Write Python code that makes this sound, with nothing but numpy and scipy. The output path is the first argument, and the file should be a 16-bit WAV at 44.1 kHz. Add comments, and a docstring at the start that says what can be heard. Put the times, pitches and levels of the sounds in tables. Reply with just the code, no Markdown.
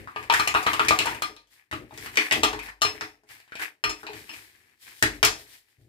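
"""Gloves rustle and ice shuffles; cubes are tipped from a tray, then dropped by a gloved hand, into a thick glass jar
standing in a steel sink. Each landing is a clack: noise chatter in a short resonance, with bright splintering. Damped
sines ring the glass and thump the basin, noise tails scatter into the kitchen and the heap settles in grains. Between
landings hands stir the ice in swells, down to a faint stillness. Two microphones a hand apart, the left one nearer."""
import sys
import numpy as np
from scipy import signal
from scipy.fft import rfft, irfft
from scipy.io import wavfile

SR = 44100
rng = np.random.default_rng(int(sys.argv[2]) if len(sys.argv) > 2 else 0)


def generate_wav(signal):
    """Clip the signal to [-1, 1] and save it as 16-bit WAV at the path in sys.argv[1]."""
    frames = np.transpose(np.atleast_2d(signal))
    scaled = np.clip(frames, -1, 1) * 32767
    pcm = np.round(scaled).astype(np.int16)
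    wavfile.write(sys.argv[1], SR, pcm)


N = 259308   # samples in the scene


def from_db(db):
    """Level definition: 20 dB per factor of ten in amplitude."""
    return 10 ** (np.asarray(db) / 20)


def rms_one(x):
    """Energy normalisation: scales x to a root mean square of 1."""
    return x / np.sqrt(np.mean(x ** 2) + 1e-20)


def at_hz(points, hz, column):
    """Logarithmic pitch scale: reads a table column on a log-frequency axis."""
    points = np.array(points)
    return np.interp(np.log(hz), np.log(points[:, 0]), points[:, column])


def coloured(x, spectrum):
    """Spectral shaping: weights x by the spectrum, silent outside it, at rms 1."""
    hz = np.maximum(np.fft.rfftfreq(N, 1 / SR), 1)
    inside = (hz >= spectrum[0][0]) & (hz <= spectrum[-1][0])
    gain = from_db(at_hz(spectrum, hz, column=1)) * inside
    return rms_one(irfft(rfft(x) * gain, N))


def ring(clicks, hz, t60):
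    """Damped resonance: a unit click starts a sine of height 1 that loses 60 dB in t60 seconds."""
    radius = from_db(-60 / (t60 * SR))
    w = 2 * np.pi * hz / SR
    return signal.lfilter([0, np.sin(w)], [1, -2 * radius * np.cos(w), radius * radius], clicks + 1e-18)


def struck(events, blow_db, hz, t60, spread_db):
    """Modal excitation: every event strikes one mode with a strength of its own."""
    clicks = np.zeros(N)
    strengths_db = blow_db + spread_db * rng.standard_normal(len(events))
    clicks[(np.array(events)[:, 0] * SR).astype(int)] = from_db(strengths_db)
    return ring(clicks, hz, t60)


RIGHT_LAG_S = 0.0002598


def microphones(x):
    """Interaural-style delay: the direct path reaches the right side later."""
    return np.array([x, np.roll(x, round(RIGHT_LAG_S * SR))])


def grains(spectrum, per_s, spread_db, alike):
    """Poisson-like impacts: random tiny clicks over a smooth bed, partly shared by the two sides."""
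    happens = rng.random((3, N)) < per_s / SR
    sizes = from_db(spread_db * np.minimum(rng.exponential(1, (3, N)), 3)) * happens
    noise = rng.standard_normal((3, N)) * (0.47 + sizes)
    shared, left, right = [coloured(row, spectrum) for row in noise]
    alike = np.clip(alike, 0, 1)
    return np.sqrt(alike) * microphones(shared) + np.sqrt(1 - alike) * np.array([left, right])


def aftermath(s, db, rise_s, db_per_s):
    """Energy storage and decay: power that swells after each event and dies exponentially."""
    kicks, t = np.zeros(N), np.arange(SR) / SR
    kicks[(s * SR).astype(int)] = from_db(2 * db)   # twice the dB: power
    shape = (1 - np.exp(-t / rise_s)) ** 2 * from_db(-2 * db_per_s * t)
    return np.maximum(signal.fftconvolve(kicks, shape)[:N], 0)


# spectra of ice shuffle, glove rustle and basin rumble: f/Hz, relative spectral level/dB
SHUFFLE_SPECTRUM = [(290, -46), (500, -14.5), (618, -21.5), (687, -10.5), (817, -7.5), (1400, -6.5),
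                    (1730, 4), (2450, 1.5), (5000, -34), (6500, -42.5), (11000, -120)]
RUSTLE_SPECTRUM = [(1760, -41.5), (3000, 2.5), (4940, 1.5), (6250, -3), (8620, -1), (15100, -3.5),
                   (16200, -12.5), (16500, -50)]
RUMBLE_SPECTRUM = [(21, -26.5), (35, -2), (108, 11.5), (173, -1), (312, 7.5), (360, 6.5), (410, 3.5),
                   (800, -9), (1040, -41.5), (1760, -120)]
# hand moves, each a swell: peak t/s, 20 dB rise t/s, 20 dB fall t/s, then shuffle, rustle, rumble level/dB
HANDS = [(0.001, 0.36, .13, -49, -57, -44.5), (0.225, 0.11, 0.1541, -46.5, -58.5, -50),
         (0.35, 0.0258, 0.2089, -31.5, -38.5, -45), (0.72, 0.2536, .25, -37.5, -45, -47.5),
         (0.87, 0.1081, 0.1106, -35, -47, -40), (1.09, 0.1047, .14, -35, -43, -40.5),
         (1.53, .045, .12, -62, -59, -75), (1.59, .07, .09, -60, -70, -82), (1.82, .08, .09, -57, -72, -46),
         (2.05, 0.1312, 0.1125, -41, -44.5, -47), (2.14, 0.0286, 0.1238, -43.5, -50, -51),
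         (2.255, 0.0691, 0.099, -33, -44, -62), (2.38, 0.0574, 0.0707, -55.5, -45, -33),
         (2.63, 0.0066, 0.0943, -48, -46, -57.5), (2.7, 0.14, 0.0144, -40, -55, -56),
         (2.96, 0.11, 0.1231, -45.5, -55.5, -52.5), (3.315, 0.0379, 0.1361, -47, -50, -63),
         (3.55, 0.1223, 0.1049, -58, -65, -71), (3.627, 0.0464, 0.0718, -29, -38.5, -71),
         (4.01, .08, .08, -55, -56, -66), (4.18, .11, 0.146, -47, -48, -54),
         (4.359, 0.1857, 0.2072, -49, -48, -59.5), (4.56, .12, .35, -62, -65, -71),
         (4.72, .15, .07, -66, -73, -76), (4.83, .04, .15, -58, -51, -75),
         (4.885, .06, .15, -48, -51, -64.5), (4.99, 0.11, 0.15, -60, -51, -74),
         (5.16, .1, .09, -55, -54, -55), (5.41, 0.0965, .07, -54, -49, -62),
         (5.54, 0.1722, 0.1024, -55, -51, -69.5), (5.71, .12, .12, -68, -68, -79),
         (5.82, .06, .15, -76, -72, -68)]
# stillness: shuffle, rustle, rumble level/dB
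STILLNESS = [-82, -86, -86]
SWELL_ROUNDNESS = 1.312   # power of the swell's flanks
# the heap settling: shuffle and fine crackle drive dB re the landing, swell time constant s, dying dB per s
SETTLE_DB, CRACKLE_DB, SETTLE_RISE_S, SETTLE_DB_PER_S = -20, -28, 0.03, 200
# the basin rumbling: drive dB re the blow to its modes near 110 Hz, swell time constant s, dying dB per s
RUMBLE_DB, RUMBLE_RISE_S, RUMBLE_DB_PER_S = -2.5, 0.037, 150


def movement():
    """Incoherent summation: powers of stirring, settling and basin shaking add to drive three grain noises."""
    t = np.arange(N) / SR
    power = from_db(2 * np.array(STILLNESS))[:, None] * np.ones(N)
    for s, rise_s, fall_s, *levels_db in HANDS:
        swell_db = -20 * (np.abs(t - s) / np.where(t < s, rise_s, fall_s)) ** SWELL_ROUNDNESS
        power += from_db(2 * np.add.outer(levels_db, swell_db))
    landing_s, landing_db = np.transpose(LANDINGS)[:2]
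    settling = aftermath(landing_s, landing_db, SETTLE_RISE_S, SETTLE_DB_PER_S)
    power[:2] += from_db([[2 * SETTLE_DB], [2 * CRACKLE_DB]]) * settling
    thump_s, _, _, low_db, _ = np.transpose(THUMPS)
    power[2] += aftermath(thump_s, low_db + RUMBLE_DB, RUMBLE_RISE_S, RUMBLE_DB_PER_S)
    shuffle, rustle, rumble = np.sqrt(power)
    return (shuffle * grains(SHUFFLE_SPECTRUM, per_s=2700, spread_db=7.5, alike=0.21)
            + rustle * grains(RUSTLE_SPECTRUM, per_s=8500, spread_db=3.5, alike=0.11)
            + rumble * grains(RUMBLE_SPECTRUM, per_s=2500, spread_db=0.5, alike=0.85))


# landings: t/s, clack peak level/dB, clack f/Hz, splinter drive level/dB re that peak,
# crunch level/dB re the clack's resonance
LANDINGS = [(0.074, -26, 1300, -34, -11), (0.161, -19, 1000, -34, 1.5), (0.228, -29, 1190, -12.5, -0.5),
            (0.3, -8.5, 1050, -21, 4.5), (0.325, -14, 938, -14, 3), (0.338, -4, 1900, -16.5, -10),
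            (0.36, -18, 1890, -15.5, -13), (0.398, -10.5, 1220, -13.5, 2), (0.475, -11.5, 1290, -8, 7),
            (0.541, -14, 1228, -16, -5), (0.549, -5, 1000, -26, 3), (0.569, -18.5, 880, -17.5, 0.5),
            (0.627, -21.5, 1190, -10, -3.5), (0.666, -5, 1295, -22, -2), (0.733, -16, 1140, -8, 0.5),
            (0.795, -7, 1330, -26, -3), (0.849, -20, 1670, -14.5, -4.5), (0.884, -5, 2380, -9.5, -5),
            (0.909, -6, 1213, -28, -7.5), (0.989, -5.5, 2720, -18.5, 0.5),
            (1.008, -19.5, 1220, -25.5, -1.5), (1.057, -19, 940, -9, 12), (1.07, -13.5, 950, -28.5, 0.5),
            (1.147, -24.5, 990, -15.5, 11.5), (1.221, -14, 1280, -11, 3.5), (1.365, -37, 3960, -22, -4),
            (1.472, -56, 3500, -6, 0), (1.713, -24, 1960, -16, -10), (1.727, -17.5, 1230, -19, -4.5),
            (1.909, -35.5, 900, -28, -6), (1.94, -40, 2100, -9.5, -1.5), (1.976, -32.5, 1900, -4, -1),
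            (2.061, -21.5, 1882, -19, -2), (2.157, -22.5, 3050, -22, 5), (2.172, -3.5, 2250, -20, -3),
            (2.214, -23, 1930, -22, 1), (2.311, -9, 1980, -26.5, -4.5), (2.323, -7, 2470, -11, 3),
            (2.361, -23.5, 2165, -26, 1), (2.434, -6.5, 1300, -7.5, 5), (2.53, -19.5, 834, -16.5, 3.5),
            (2.591, -23, 2520, -15, -9.5), (2.658, -33.5, 2080, -9, -2.5), (2.687, -30.5, 1840, -15.5, -10),
            (2.812, -32, 2500, -12, 5), (2.818, -11, 1700, -6, 8), (2.85, -13.5, 1280, -14, 12),
            (3.01, -15.5, 1900, -21, 12), (3.235, -54.5, 784, -8, -2.5), (3.29, -41, 2230, -11.5, 5.5),
            (3.401, -40, 2160, -12.5, 0.5), (3.478, -46, 1700, -22, 3), (3.521, -28.5, 1550, -38.5, -7.5),
            (3.554, -27.5, 2280, -14.5, -4.5), (3.596, -24, 1540, -13, -5), (3.616, -23.5, 1830, -17, -15),
            (3.839, -13.5, 1250, -25, 12), (3.895, -21.5, 1260, -8, 1), (4.031, -32, 870, -15.5, 9),
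            (4.067, -25.5, 2540, -34, 0), (4.088, -32, 800, -29.5, -6.5), (4.133, -28, 2450, -17, 0),
            (4.293, -27.5, 2570, -28, -10), (4.337, -32, 2510, -13, -5.5), (5.025, -6, 1814, -6.5, -15.5),
            (5.06, -26.5, 1980, -14.5, -2.5), (5.229, -1, 2300, -12.5, 2), (5.249, -14, 2580, 4, -0.5)]
CLACK_CYCLES = 16   # cycles until the clack's resonance has lost 60 dB
CHATTER_S = 0.0063   # time constant of the chatter in every clack


def clacks(splinter_s=0.01058, blow=36.0, first_touch=4.92, alike=0.071, reach=2.273):
    """Contact impact: a sharp touch and ms of chatter in a short resonance; splintering, unlike at each side."""
    knock, bright, t = np.zeros(N + 2048), np.zeros((3, N + 2048)), np.arange(2048) / SR
    treble = signal.butter(1, [4000, 9000], "band", fs=SR, output="sos")
    noise = rng.standard_normal((len(LANDINGS), 5, 2048))
    chatter = np.exp(-t / CHATTER_S) * (1 + first_touch * np.exp(-t / 0.00078))
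    for (s, db, hz, treble_db, crunch_db), (push, broad, *fine) in zip(LANDINGS, noise):
        tone = ring(push * chatter + blow * (t == 0), hz, CLACK_CYCLES / hz)
        # a duller clack has a duller crunch around it
        body = signal.butter(2, [600, reach * hz], "band", fs=SR, output="sos")
        crunch = signal.sosfilt(body, broad * chatter)
        clack = rms_one(tone) + from_db(crunch_db) * rms_one(crunch)
        i = int(s * SR)
        knock[i:i + 2048] += from_db(db) * clack / np.max(np.abs(clack))
        # splinters come in uneven spurts of a millisecond or so
        spurts = from_db(3.5 * np.repeat(push[:32], 64))
        splinters = signal.sosfilt(treble, fine * spurts) * np.exp(-t / splinter_s)
        bright[:, i:i + 2048] += from_db(db + treble_db) * splinters
    alike = np.clip(alike, 0, 1)
    sides = np.sqrt(alike) * microphones(bright[0, :N]) + np.sqrt(1 - alike) * bright[1:, :N]
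    return knock[:N], bright[0, :N], sides


# scatter by basin walls and kitchen: f/Hz, relative level/dB, 60 dB decay t/s, left-right likeness (0 to 1)
SCATTER = [(201, -5.5, 0.49, 1), (499, -7.5, 0.56, 0.994), (930, 6, 0.251, .6), (1900, 10, 0.1866, 0.13),
           (3680, 9.5, 0.243, 0.23), (7270, -0.5, 0.266, 0.13), (13900, 0, 0.17, 0.34)]
SCATTER_DB = 0   # whole tail


def scattered(x):
    """Diffuse reverberation: a dense stereo tail that builds in a few ms and dies band by band."""
    size = SR // 2
    t, tail = np.arange(size) / SR, np.zeros((2, size))
    edges = 60 * 2 ** np.arange(0, 8.6, .5)   # half octaves
    for low, high in zip(edges, np.minimum(edges[1:], .45 * SR)):
        band = signal.butter(2, [low, high], "band", fs=SR, output="sos")
        shared, left, right = signal.sosfilt(band, rng.standard_normal((3, size)))
        hz = np.sqrt(low * high)
        alike = np.clip(at_hz(SCATTER, hz, column=3), 0, 1)
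        late = np.interp(t - RIGHT_LAG_S, t, shared)
        pair = np.sqrt(alike) * np.array([shared, late]) + np.sqrt(1 - alike) * np.array([left, right])
        decay_db = at_hz(SCATTER, hz, column=1) - 60 * t / at_hz(SCATTER, hz, column=2)
        tail += pair * from_db(decay_db)
    tail *= 1 - np.exp(-t / 0.0011)
    # energy of 1, averaged over the two sides
    tail /= np.sqrt(np.mean(np.sum(tail ** 2, axis=1)))
    return from_db(SCATTER_DB) * signal.fftconvolve(x[None], tail, axes=1)[:, :N]


def wobble(per_s):
    """Random modulation: straight lines between normal draws of spread 1, per_s draws a second."""
    steps = rng.standard_normal(int(N / SR * per_s) + 2)
    return np.interp(np.arange(N) / SR * per_s, np.arange(len(steps)), steps)


# modes of the glass jar: f/Hz, relative level/dB, 60 dB decay t/s
JAR_MODES = [(928, 0, .17), (1206, 2, .17), (1300, -12, .15), (1577, -11, .16), (1825, -16, .15),
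             (1900, -15, .15), (2428, -4, .15), (2525, -4, .15), (2616, -2, .2), (3951, -8, .15),
             (4194, -2, .19), (4274, -2, .16), (4640, -12, .15), (5283, 4, .23), (5330, -3, .18),
             (6035, -3, .2), (6915, -4, .24), (7800, -9, .18), (8583, -9, .18), (9970, -10, .15),
             (11770, -14, .13)]
# cubes that strike the glass wall; where they strike sets which modes sound:
# t/s, drive level/dB near 1.2 kHz, then level/dB re that drive near 0.9 kHz, near 2.5 kHz, and upwards of 3.5 kHz
CLINKS = [(0.1614, -32.5, -3.5, -9, -27), (0.2984, -23.5, 3, -12.5, -14), (0.396, -24, -6.5, -13.5, -9),
          (0.474, -27.5, -15, 5.5, -8.5), (0.5477, -26.5, 0, -6, -15), (0.6638, -28.5, 2, 5.5, -19),
          (0.7304, -26, -10.5, -12, -14), (0.7949, -21, -7.5, -4, -22), (0.9074, -21, -8.5, -16, -16),
          (1.0573, -29, 1, -1, -11), (1.2217, -25, -17.5, -17.5, -9), (1.3656, -50.5, -5.5, -2.5, -15),
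          (2.4324, -23, -8, -3, -5), (2.819, -20, -32, -9, -3), (2.85, -30.5, -24, 3.5, -2.5),
          (3.012, -50, 6, 10, 2), (3.8389, -21, -12, -6, -10), (3.894, -30, -17.5, -7.5, -8),
          (4.0686, -51.5, 9, 3.5, -9), (4.2941, -52.5, -4, 8, -3), (5.2484, -27, -6.5, 2, -3)]
# modes above 5 kHz re those near 4.2 kHz: dB at the start, dB gained per s as the jar fills
TOP_MODES_DB, TOP_DB_PER_S = -12, 2.4


def jar(wobble_db=4.0):
    """Modal superposition: glass modes take their region's strength and flutter as loose ice touches the wall."""
    s, db, low_db, middle_db, high_db = np.transpose(CLINKS)
    top_db = high_db + TOP_MODES_DB + TOP_DB_PER_S * s
    regions = [low_db, 0 * db, middle_db, high_db, top_db]
    edges_hz = [1000, 2000, 3500, 5000]
    rings = np.zeros(N)
    for hz, level_db, t60 in JAR_MODES:
        region_db = regions[np.searchsorted(edges_hz, hz)]
        mode = struck(CLINKS, db + level_db + region_db, hz, t60, spread_db=1.5)
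        rings += mode * from_db(wobble_db * wobble(60))
    # a small jar radiates no bass
    return signal.sosfilt(signal.butter(2, 500, "high", fs=SR, output="sos"), rings)


# modes of the steel basin: f/Hz, relative level/dB, 60 dB decay t/s, 60 dB decay t/s of the resonance that feeds in
BASIN_MODES = [(49.3, 1, 0.75, 0.1), (91, -6.5, .25, 0.08), (118, 2, 0.21, 0.026), (233.3, -6.5, .2, 0.033),
               (294.36, -5, 0.34, 0.054), (317.97, 1.5, 0.2, 0.048), (378.4, -4.5, 0.15, .03),
               (387.7, -19, 0.18, .03), (423.8, -2.5, 0.2756, .03), (440.1, -13.5, 0.28, 0.033),
               (627.4, -5.5, 0.13, 0.03), (837.5, -6, 0.13, 0.03)]
# blows that reach the basin: t/s, drive level/dB near 430 Hz, then near 50 Hz, near 110 Hz and near 300 Hz
THUMPS = [(0.162, -36.5, -65.5, -55.5, -48), (0.303, -30, -56, -50.5, -43.5), (0.397, -33.5, -51, -57, -42),
          (0.475, -45, -64, -42.5, -46), (0.548, -28.5, -62, -54.5, -34), (0.666, -35.5, -55, -50, -33.5),
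          (0.732, -43.5, -57, -49.5, -40), (0.797, -28.5, -65.5, -43.5, -34.5),
          (0.885, -30, -67, -49.5, -36.5), (0.91, -28.5, -66, -44.5, -34.5), (0.988, -33, -76, -44, -36),
          (1.057, -44.5, -55, -47.5, -42), (1.148, -44.5, -54.5, -44, -52.5), (1.218, -63, -53, -66.5, -42),
          (1.292, -43, -79.5, -59.5, -49.5), (1.725, -46.5, -64, -35, -34), (1.92, -53, -58, -49, -45.5),
          (1.974, -43, -60.5, -55, -61), (2.173, -32, -71.5, -62, -31), (2.312, -33.5, -51, -47.5, -32.5),
          (2.361, -39, -47, -41, -33), (2.43, -23.5, -40, -37.5, -27), (2.528, -28, -51, -44, -38.5),
          (2.814, -42.5, -60.5, -43.5, -40.5), (2.846, -29, -64.5, -39, -40),
          (2.945, -40, -61.5, -60.5, -55), (3.015, -36, -60, -49, -44), (3.234, -57.5, -86, -80, -66.5),
          (3.598, -45, -89, -80, -49.5), (3.844, -35, -45, -40, -40), (3.894, -38, -46, -54, -41),
          (4.032, -41, -72.5, -59.5, -46), (4.092, -33, -75.5, -63, -51), (4.133, -40, -77.5, -51.5, -47.5),
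          (4.293, -65, -79, -66, -53), (5.024, -28, -36.5, -28.5, -26), (5.229, -22, -40, -32.5, -35),
          (5.299, -37.5, -47, -58, -44.5), (5.78, -79, -77, -55, -82), (5.81, -85, -75, -56, -85),
          (5.845, -89.5, -73.5, -58, -86)]
UPPER_STEEL_DB = 2   # modes above 500 Hz re those near 300 Hz


def basin():
    """Coupled resonance: the blow reaches the steel through the jar's foot, so each mode swells before it dies."""
    _, ring_db, deep_db, low_db, middle_db = np.transpose(THUMPS)
    regions = [deep_db, low_db, middle_db, ring_db, middle_db + UPPER_STEEL_DB]
    edges_hz = [70, 200, 390, 500]
    out = np.zeros(N)
    for hz, level_db, t60, rise in BASIN_MODES:
        region_db = regions[np.searchsorted(edges_hz, hz)]
        blows = struck(THUMPS, level_db + region_db, hz, t60, spread_db=1.5)
        # a second resonance at the same pitch makes the swell; the factor offsets its build-up
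        out += ring(blows, hz, rise) * 2 * np.log(1000) / (rise * SR)
    return out


LEFT_DB = 2   # left above and right below the middle


def scene():
    """Linear superposition: direct, scattered and handling sounds add at two microphones."""
    (knock, bright, bright_sides), glass, steel = clacks(), jar(), basin()
    echoes = scattered(knock + 0.7 * bright + glass / 5 + 0.27 * steel)
    near = microphones(knock + glass + steel) + bright_sides + echoes + movement()
    return near * from_db([[LEFT_DB], [-LEFT_DB]])


def top_cut(x):
    """Nothing passes above the cut-off."""
    return signal.sosfilt(signal.butter(12, 16970, fs=SR, output="sos"), x)


def record(dry):
    """Band limiting and saturation: bass cut, top cut, then rounded peaks."""
    dry = signal.sosfilt(signal.butter(4, 40, "high", fs=SR, output="sos"), dry)
    dry = signal.sosfilt(signal.cheby2(10, 50, 16400, fs=SR, output="sos"), dry)
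    mix = 1.1787 * np.tanh(dry / 1.2704)
    return top_cut(mix)


dry = scene()
out = record(dry)
generate_wav(out)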